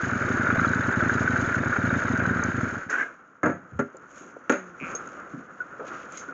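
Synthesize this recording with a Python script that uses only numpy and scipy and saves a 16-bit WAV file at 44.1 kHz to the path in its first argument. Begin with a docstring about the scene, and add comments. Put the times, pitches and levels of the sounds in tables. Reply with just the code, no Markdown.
"""On wet gravel, heard from the rider's helmet: a parallel-twin motorcycle idles along and is switched off.
Uneven firings thump through the exhaust, slap the cases and ring the barrels while the valves tick.
The stopping crank rocks back and rattles the starter gears; stand and levers clunk against the frame.
A servo whines, a faint hum sinks, a glove creaks and the jacket rustles over a soft hiss of air."""
import sys
import numpy as np
from scipy import signal
from scipy.fft import rfft, irfft, next_fast_len
from scipy.io import wavfile
from scipy.ndimage import map_coordinates

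SR = 44100
rng = np.random.default_rng(int(sys.argv[2]) if len(sys.argv) > 2 else 0)


def inscribe(sig):
    """Save sig as 16-bit PCM at rate SR to the path in sys.argv[1].

    A 1-D sig is mono; a 2-D sig holds one channel per row.
    Samples are clipped to [-1, 1] before scaling.
    """
    pcm = np.round(np.clip(np.atleast_2d(sig).T, -1, 1) * 32767)
    wavfile.write(sys.argv[1], SR, pcm.astype(np.int16))


N = 279153
TIME = np.arange(N) / SR
BLOW_TIME = TIME[:SR // 3]

# the crank idles, then runs down: t/s, speed/rpm
CRANK_SPEED = [(0.0, 1363), (0.15, 1339), (0.4, 1271), (0.65, 1363), (0.9, 1343), (1.2, 1314), (1.45, 1368),
               (1.57, 1284), (1.75, 1334), (2.05, 1391), (2.35, 1393), (2.53, 1251), (2.63, 1406),
               (2.76, 1095), (2.9, 188)]
# the engine takes up the load, then eases off: t/s, exhaust level/dB, clatter level/dB
ENGINE_LOAD = [(0, -18.5, -29), (.4, -15.5, -26), (.62, -14, -25.5), (1.5, -15, -26), (2.4, -14.5, -27.5),
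               (2.62, -16, -30.5)]


def amp(db):
    """Decibels to gain."""
    return 10 ** (np.asarray(db) / 20)


def unit(x):
    """Scale to rms 1."""
    return x / np.sqrt(np.mean(x ** 2) + 1e-20)


def curves(rows):
    """One value per sample for each column after the time."""
    times, *columns = np.transpose(rows)
    return [np.interp(TIME, times, column) for column in columns]


def wobble(rate):
    """A smooth random curve, rate knots a second."""
    return map_coordinates(rng.standard_normal(int(N * rate / SR) + 4), [TIME * rate])


def response(colour, size=8192):
    """Minimum-phase impulse response of energy 1 for a colour (f/Hz, level/dB)."""
    hz, db = np.transpose(colour)
    grid = np.fft.rfftfreq(size, 1 / SR)
    gain = amp(np.interp(np.log(grid + 1), np.log(hz), db))
    cepstrum = irfft(np.log(gain))
    cepstrum[1:size // 2] *= 2
    cepstrum[size // 2 + 1:] = 0
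    impulse = irfft(np.exp(rfft(cepstrum)))
    return impulse / np.linalg.norm(impulse)


def coloured(x, colour):
    """x through a body with the given colour."""
    return signal.fftconvolve(x, response(colour))[:len(x)]


def rush(envelope, colour):
    """Noise under an envelope, ringing a body."""
    return coloured(envelope * rng.standard_normal(len(envelope)), colour)


def add(track, s, sound):
    """Mix a sound into the track at time s."""
    part = track[max(round(s * SR), 0):][:len(sound)]
    part += sound[:len(part)]


def fade(t60):
    """Exponential decay of one blow."""
    return amp(-60 * BLOW_TIME / t60)


def swell(s, attack_s, hold_s, fall_db_per_s):
    """Envelope that rises from time s, holds and dies away."""
    age = TIME - s
    return np.clip(age / attack_s, 0, 1) * amp(-fall_db_per_s * np.maximum(age - attack_s - hold_s, 0))


def ring(hz, t60, attack):
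    """One damped mode with a soft start."""
    t = BLOW_TIME[:int(1.3 * t60 * SR)]
    shape = amp(-60 * t / t60) * (1 - np.exp(-t / attack))
    out = np.zeros(len(BLOW_TIME))
    out[:len(t)] = shape / shape.max() * np.sin(2 * np.pi * (hz * t + rng.random()))
    return out


def engine_cycles():
    """Four-stroke cycles completed so far, two crank turns each."""
    rpm = curves(CRANK_SPEED)[0] * (TIME < CRANK_SPEED[-1][0])
    return np.cumsum(rpm) / (120 * SR)


def slowing_db(db_per_decade, idle_rpm=1350):
    """Level change that follows the crank speed, 0 dB at idle."""
    return db_per_decade * np.log10(curves(CRANK_SPEED)[0] / idle_rpm)


def passes(cycles, phase):
    """Samples at which the cycle passes the given phase."""
    return np.flatnonzero(np.diff(np.floor(cycles - phase)) > 0)


def strokes(cycles, phase, t60):
    """Power envelope of a blow struck once a cycle, at uneven strength."""
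    at, blows = passes(cycles, phase), np.zeros(N)
    blows[at] = rng.uniform(0.64, 1.55, len(at))
    return np.abs(signal.fftconvolve(blows, fade(t60) ** 2)[:N])


def exhaust(cycles, ignition_off_s=2.655, unfired_db=-7, mean_lean_db=1.3):
    """Two cylinders thump the pipe, short gap then long; some burn lean, and turbulent gas trails each."""
    # pipe and silencer: f/Hz, level/dB
    pipe_colour = [(25, -48), (55, -19), (70, -15.5), (90, -1.5), (135, -1), (155, -17), (178, -0.5),
                   (200, -10), (240, 1.5), (290, -6.5), (370, -22), (600, -45.5), (900, -50.5),
                   (2500, -92.5)]
    # misfires: t/s, level change/dB
    misfires = [(.213, -3.5), (.938, -13), (1.513, -4), (1.751, -29), (2.017, -13.5)]
    gas_colour = [(40, -35.5), (120, 5.5), (300, 6), (550, -5), (900, -11.5), (3000, -64)]
    load_db = curves(ENGINE_LOAD)[0] + slowing_db(14.5)
    load_db += unfired_db * (TIME > ignition_off_s)  # switched off, the cylinders only pump air
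    beats = np.zeros(N)
    for phase, cylinder_db in ((.365, 0), (.765, -.5)):
        at = passes(cycles, phase)
        misfire_db = sum(drop * (np.abs(at / SR - s) < .02) for s, drop in misfires)
        lean_db = mean_lean_db * rng.exponential(size=len(at))
        beats[at] = amp(load_db[at] + cylinder_db + misfire_db - lean_db)
    pipe = response(pipe_colour)
    thump = signal.fftconvolve(beats, pipe / np.abs(pipe).max())[:N]
    puffs = signal.fftconvolve(beats, fade(0.15))[:N]
    return thump + amp(-14) * rush(puffs, gas_colour)


def clatter(cycles, clatter_db):
    """Combustion slaps the cases before each exhaust beat; the valves hiss in between."""
    # engine cases: f/Hz, level/dB
    case_colour = [(180, -19), (300, -9.5), (376, -5), (434, -12.5), (635, -8.5), (749, -16.5), (1040, -13),
                   (1270, -5), (1350, 0), (1450, 1.5), (1620, -2.5), (2010, -14.5), (2270, -16),
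                   (3130, -38), (3500, -43.5), (4550, -47), (7700, -120)]
    # valve hiss: f/Hz, level/dB
    valve_colour = [(2000, -13), (3000, -6.5), (3700, -15.5), (4400, -14), (5200, -15.5), (6000, -13),
                    (6550, 1.5), (7000, -7.5), (8000, -34), (9000, -56.5), (10000, -35), (13000, -78.5)]
    running = np.interp(TIME, [2.86, 2.92], [1, 0])
    slap_power = .62 + 1.5 * strokes(cycles, .11, t60=.06) + 1.5 * strokes(cycles, .5, t60=.06)
    valve_power = .8 + 2 * strokes(cycles, .24, t60=.028) + 2.4 * strokes(cycles, .63, t60=.028)
    case_db = clatter_db + 2 * wobble(150)
    cases = rush(np.sqrt(slap_power) * amp(case_db) * running, case_colour)
    valve_db = clatter_db - 22 + 1.5 * wobble(7.45) + 2.4 * wobble(120)
    return cases + rush(np.sqrt(valve_power) * amp(valve_db) * running, valve_colour)


def barrels(cycles, clatter_db, ring_hz=1473, attack_s=0.001576):
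    """Every power stroke rings the cylinder barrels; now and then one knocks hard."""
    # hard combustion knocks: t/s, level/dB
    knocks = [(0.5033, -17), (0.5584, -15.5), (0.5944, -13.5), (0.6482, -13), (0.7351, -12.5),
              (1.0072, -13.5), (1.0974, -12), (1.1833, -17), (1.2775, -12), (1.5467, -14.5), (1.7279, -16),
              (2.2566, -16)]
    firings = np.concatenate([passes(cycles, .11), passes(cycles, .56)])
    gentle = [(at / SR + rng.normal(0, .004), clatter_db[at] + 2 + rng.normal(0, 2))
              for at in firings if min(abs(at / SR - s) for s, _ in knocks) > .015]
    out = np.zeros(N)
    for s, db in gentle + list(knocks):
        add(out, s - attack_s, amp(db) * ring(rng.normal(ring_hz, 50), t60=.025, attack=attack_s))
    return out


def tappets(cycles, clatter_db, ring_hz=3740):
    """Four valves tick shut in each cycle; their level swings wider than the clatter's."""
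    loudest_db = clatter_db.max()
    level_db = loudest_db - 21.5 + 2.1 * (clatter_db - loudest_db)
    out = np.zeros(N)
    for at in passes(4 * cycles, 0):
        tick = ring(ring_hz * rng.normal(1, 0.048), t60=.03, attack=0.0002)
        add(out, at / SR + rng.normal(0, .003), amp(level_db[at] + rng.normal(0, 3)) * tick)
    return out


def air_and_jacket():
    """Air washes round the helmet; the jacket swishes, rustles and sizzles as the rider shifts."""
    # moving air: t/s, level/dB
    wind = [(3.15, -50), (3.4, -56), (3.9, -49), (4.6, -48), (5.1, -42.5), (5.5, -46), (6.33, -42)]
    # the rider's moves: crest t/s, rise/s, fall/s, swish level/dB, rustle level/dB, sizzle level/dB
    shifts = [(4.19, 0.13, 0.19, -53, -58, -54.5), (4.9, 0.12, 0.47, -36, -56, -55.5),
              (5.93, 0.16, 0.37, -39, -53.5, -59.5), (6.19, 0.15, 0.18, -57, -54.5, -54.5)]
    # air and swish: f/Hz, level/dB
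    wash_colour = [(29, -60.5), (50, -20.5), (81, -22), (175, -9), (211, -8.5), (242, -9.5), (277, -6.5),
                   (456, -10.5), (505, -6.5), (589, -11.5), (775, -15), (920, -16), (1390, -1),
                   (1950, -19.5), (3000, -35.5), (3900, -61), (6600, -120)]
    # cloth rustle: f/Hz, level/dB
    rustle_colour = [(1200, -22.5), (2200, 2), (3200, -7), (4000, -13), (5000, -15), (6500, -9.5),
                     (7500, -32), (9000, -50)]
    # fine cloth sizzle: f/Hz, level/dB
    sizzle_colour = [(4500, -37.5), (5800, -12.5), (6250, -9.5), (6550, 1), (7000, -6.5), (8000, -33.5),
                     (9000, -46), (10000, -34), (12500, -56.5)]
    rest_db = np.array([[0], [-24], [-25]])  # wash, rustle and sizzle against the moving air
    power = amp(curves(wind)[0] + rest_db) ** 2
    for s, rise, fall, *layers_db in shifts:
        motion_db = -20 * np.where(TIME < s, ((TIME - s) / rise) ** 2, (TIME - s) / fall)
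        power += np.outer(amp(layers_db), amp(motion_db)) ** 2
    wash, rustle, sizzle = np.sqrt(power)
    grains = unit(amp(2 * wobble(350) + 1.6 * wobble(35)))
    air = rush(wash * amp(1.5 * wobble(30)), wash_colour)
    return air + rush(rustle * grains, rustle_colour) + rush(sizzle * grains, sizzle_colour)


def ticks():
    """Buckles, switches and grit click: a bright burst with a thin ring."""
    # clicks: t/s, level/dB, t60/s, ring f/Hz, relative ring level/dB
    clicks = [(2.437, -21.5, 0.017, 6360, -8.5), (2.899, -33.5, 0.17, 6660, -12),
              (3.969, -41.5, 0.013, 7100, -1), (4.951, -38, 0.085, 6490, 13), (5.074, -48, 0.031, 6540, 5),
              (6.122, -41, 0.036, 7200, -5), (6.172, -30.5, 0.084, 6480, -18), (6.193, -39, 0.14, 6350, -2)]
    # the burst: f/Hz, level/dB
    click_colour = [(1500, -44), (3000, -16.5), (5200, -8), (6000, -4), (6550, 9), (7300, -2), (8200, -49),
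                    (10500, -35.5), (13000, -54.5)]
    out = np.zeros(N)
    for s, db, t60, hz, ring_db in clicks:
        click = .5 * rush(fade(t60), click_colour) + amp(ring_db) * ring(hz, t60, attack=0.00046)
        add(out, s, amp(db) * click)
    return out


def backspin(tooth_gap_s=.015, edge_db=-4):
    """The stopping crank rocks back; the starter gears slide and chatter, hardest in mid-swing."""
    # crank swings: t/s, length/s, tooth level/dB, ring f/Hz
    swings = [(2.895, 0.069, -18, 1497), (2.982, 0.051, -18.5, 1656)]
    # gears sliding between contacts: f/Hz, level/dB
    gear_colour = [(71, -59), (120, -19), (170, -34), (196, -21), (264, -11), (314, -11.5), (531, -13),
                   (913, -17.5), (1630, 0), (1970, -25), (2150, -14), (3110, -31.5), (4650, -47),
                   (6710, -30), (7860, -50), (10200, -87), (17300, -120)]
    slide = swell(swings[0][0] - .0105, attack_s=.021, hold_s=.11, fall_db_per_s=172)
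    out = rush(slide * amp(-30 + wobble(100)), gear_colour)
    for s, length, db, ring_hz in swings:
        for age in np.arange(0, length, tooth_gap_s):
            hz = ring_hz * rng.normal(1, 0.021)
            tooth = ring(hz, t60=.036, attack=.00077) + .25 * ring(hz * 1.27, t60=.07, attack=.0013)
            tooth_db = db + edge_db * (2 * age / length - 1) ** 2
            add(out, s + age + rng.normal(0, .0013), amp(tooth_db) * tooth)
    return out


def clunks():
    """Stand and levers ring the frame under a crash of loose parts; the cabin wall answers faintly."""
    # blows: t/s, level/dB, low cut f/Hz, treble/dB, t60/s, pitch ratio, thud/dB
    blows = [(3.4318, -11.5, 102, -10, 0.29, 1.13, -1.5), (3.458, -11.5, 111, -8.5, 0.21, 0.94, -1),
             (3.497, -25, 110, -3.5, 0.35, 1.19, 4), (3.791, -12.5, 109, -4.5, 0.13, .97, -1.5),
             (4.041, -37, 910, -15, 0.022, 0.94, 0), (4.4956, -9.5, 200, 6, 0.12, 0.95, 1.5),
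             (4.521, -16.5, 332, 6.5, 0.28, 1.0, 0.5), (5.795, -25.5, 260, -17, 0.086, 0.83, 1.5)]
    # the frame's ring: f/Hz, level/dB, t60/s
    frame_modes = [(154.4, -2.5, 0.47), (234.4, 0, 0.34), (272.6, 3.5, 0.23), (329, 0, 0.26),
                   (408.5, -1, 0.19), (505, 2.5, 0.1), (584, 0, 0.24), (897, -6.5, 0.071), (1190, -8, 0.15),
                   (1417, -2.5, 0.27), (1487, -1, 0.089), (1427, -9, 0.33), (1634, -17, 0.18),
                   (1875, -4, 0.064)]
    # loose parts: f/Hz, level/dB
    crash_colour = [(100, 4), (250, -26), (550, -2), (760, -8.5), (1050, -11), (1400, 1), (1800, -7),
                    (2500, -19), (3300, -34), (4700, -41), (5900, -43), (6600, -15), (7400, -45.5),
                    (9000, -78)]
    # first contact: f/Hz, level/dB
    crack_colour = [(600, -27), (1500, -8), (2400, 1), (3200, -6.5), (4700, -27), (6000, -4.5), (6700, 0.5),
                    (7600, -18), (9000, -65)]
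    out, echo = np.zeros(N), amp(-31) * fade(.6)
    for s, db, low_hz, treble_db, t60, ratio, thud_db in blows:
        frame = 0
        for hz, mode_db, mode_t60 in frame_modes:
            # each blow has its own amount of low thud
            gain = amp(mode_db + thud_db * (hz < 700) + rng.normal(0, 2.3))
            pitch_hz = hz * ratio * rng.normal(1, 0.0091)
            frame += gain * ring(pitch_hz, min(mode_t60, 1.47 * t60), attack=0.0023)
        tilted = [(hz, level + treble_db * np.clip(np.log2(hz / 1400), 0, 1))
                  for hz, level in crash_colour]
        crash = rush(fade(t60) + echo, tilted)
        crack = rush(fade(0.03), crack_colour)
        blow = amp(-16) * frame + amp(-9) * crash + amp(treble_db - 23) * crack
        # light parts carry no bass
        low_cut = signal.butter(4, 1.03 * low_hz, "high", fs=SR, output="sos")
        add(out, s, amp(db) * signal.sosfilt(low_cut, blow))
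    return out


def bumps():
    """Boots and knees land softly: dull noise round one pitch."""
    # soft contacts: t/s, level/dB, f/Hz, t60/s
    contacts = [(3.715, -34.5, 129, 0.24), (3.745, -29.5, 110, 0.13), (3.943, -34, 500, 0.081),
                (4.199, -41.5, 330, 0.4), (4.364, -30.5, 467, 0.029), (4.807, -27.5, 248, 0.17),
                (4.945, -30, 526, 0.062), (5.332, -29.5, 239, 0.22), (5.793, -32, 547, 0.25),
                (6.281, -36, 270, 0.11)]
    out = np.zeros(N)
    for s, db, hz, t60 in contacts:
        dull = [(hz / 4, -35), (hz * .7, -7), (hz, 0), (hz * 1.4, -9), (hz * 4, -35), (hz * 20, -90)]
        onset = 1 - np.exp(-BLOW_TIME / (0.035 * t60))
        add(out, s, amp(db) * rush(fade(t60) * onset, dull))
    return out


def servo(start_s=3.98, hz=6075):
    """The throttle servo whines on one thin, steady pitch."""
    envelope = swell(start_s, attack_s=.25, hold_s=.5, fall_db_per_s=300)
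    return amp(-77) * envelope * np.sin(2 * np.pi * hz * TIME)


def hum(start_s=4.55, length_s=.235, edge_s=.019, start_hz=196, sag_octaves_per_s=1.01):
    """A faint low tone and its octave glide down and die."""
    age = np.maximum(TIME - start_s, 0)
    phase = 2 * np.pi * np.cumsum(start_hz * 2 ** (-sag_octaves_per_s * age)) / SR
    envelope = swell(start_s, edge_s, hold_s=.01, fall_db_per_s=66)
    release = np.clip((length_s - age) / edge_s, 0, 1)
    return amp(-42.5) * envelope * release * (np.sin(phase) + amp(-1) * np.sin(2 * phase))


def glove_creak(start_s=4.79, first_hz=94.2, last_hz=200, quicken_s=.05):
    """A glove sticks and slips ever faster as it lets go: one snap per slip over a light scrape."""
    # rubber grip: f/Hz, level/dB
    grip_colour = [(1200, -34), (1900, -13), (2200, 5), (2450, 7), (2700, -2), (3000, -16.5), (4500, -53),
                   (12000, -96)]
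    age = np.maximum(TIME - start_s, 0)
    slip_hz = last_hz + (first_hz - last_hz) * np.exp(-age / quicken_s)
    slip_hz *= 1 + 0.072 * wobble(60)
    at, snaps = passes(np.cumsum(slip_hz) / SR, 0), np.zeros(N)
    snaps[at] = amp(rng.normal(0, 2.2, len(at)))
    scrape = amp(-15) * rng.standard_normal(N)
    envelope = swell(start_s, attack_s=.014, hold_s=.034, fall_db_per_s=160)
    return amp(-39.5) * coloured((unit(snaps) + scrape) * envelope, grip_colour)


def clinks():
    """Metal clinks, one short mode each."""
    # taps: t/s, level/dB, f/Hz, t60/s
    taps = [(5.603, -22.5, 1474, 0.073), (6.286, -31, 1446, 0.071)]
    out = np.zeros(N)
    for s, db, hz, t60 in taps:
        add(out, s, amp(db) * ring(hz, t60, attack=0.0036))
    return out


def scene():
    """Engine, bike and rider, mixed to mono."""
    cycles = engine_cycles()
    clatter_db = curves(ENGINE_LOAD)[1] + slowing_db(19.5)
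    engine = exhaust(cycles) + clatter(cycles, clatter_db)
    engine += barrels(cycles, clatter_db) + tappets(cycles, clatter_db) + backspin()
    bike = clunks() + hum() + servo()
    rider = bumps() + ticks() + clinks() + glove_creak() + air_and_jacket()
    return (engine + bike + rider)[None]


def record(dry, top_hz=13900):
    """A brick-wall low-pass takes off the very top."""
    size = next_fast_len(N + SR // 2)
    passband = np.fft.rfftfreq(size, 1 / SR) < top_hz
    return irfft(rfft(dry, size) * passband, size)[..., :N]


dry = scene()
out = record(dry)
inscribe(out)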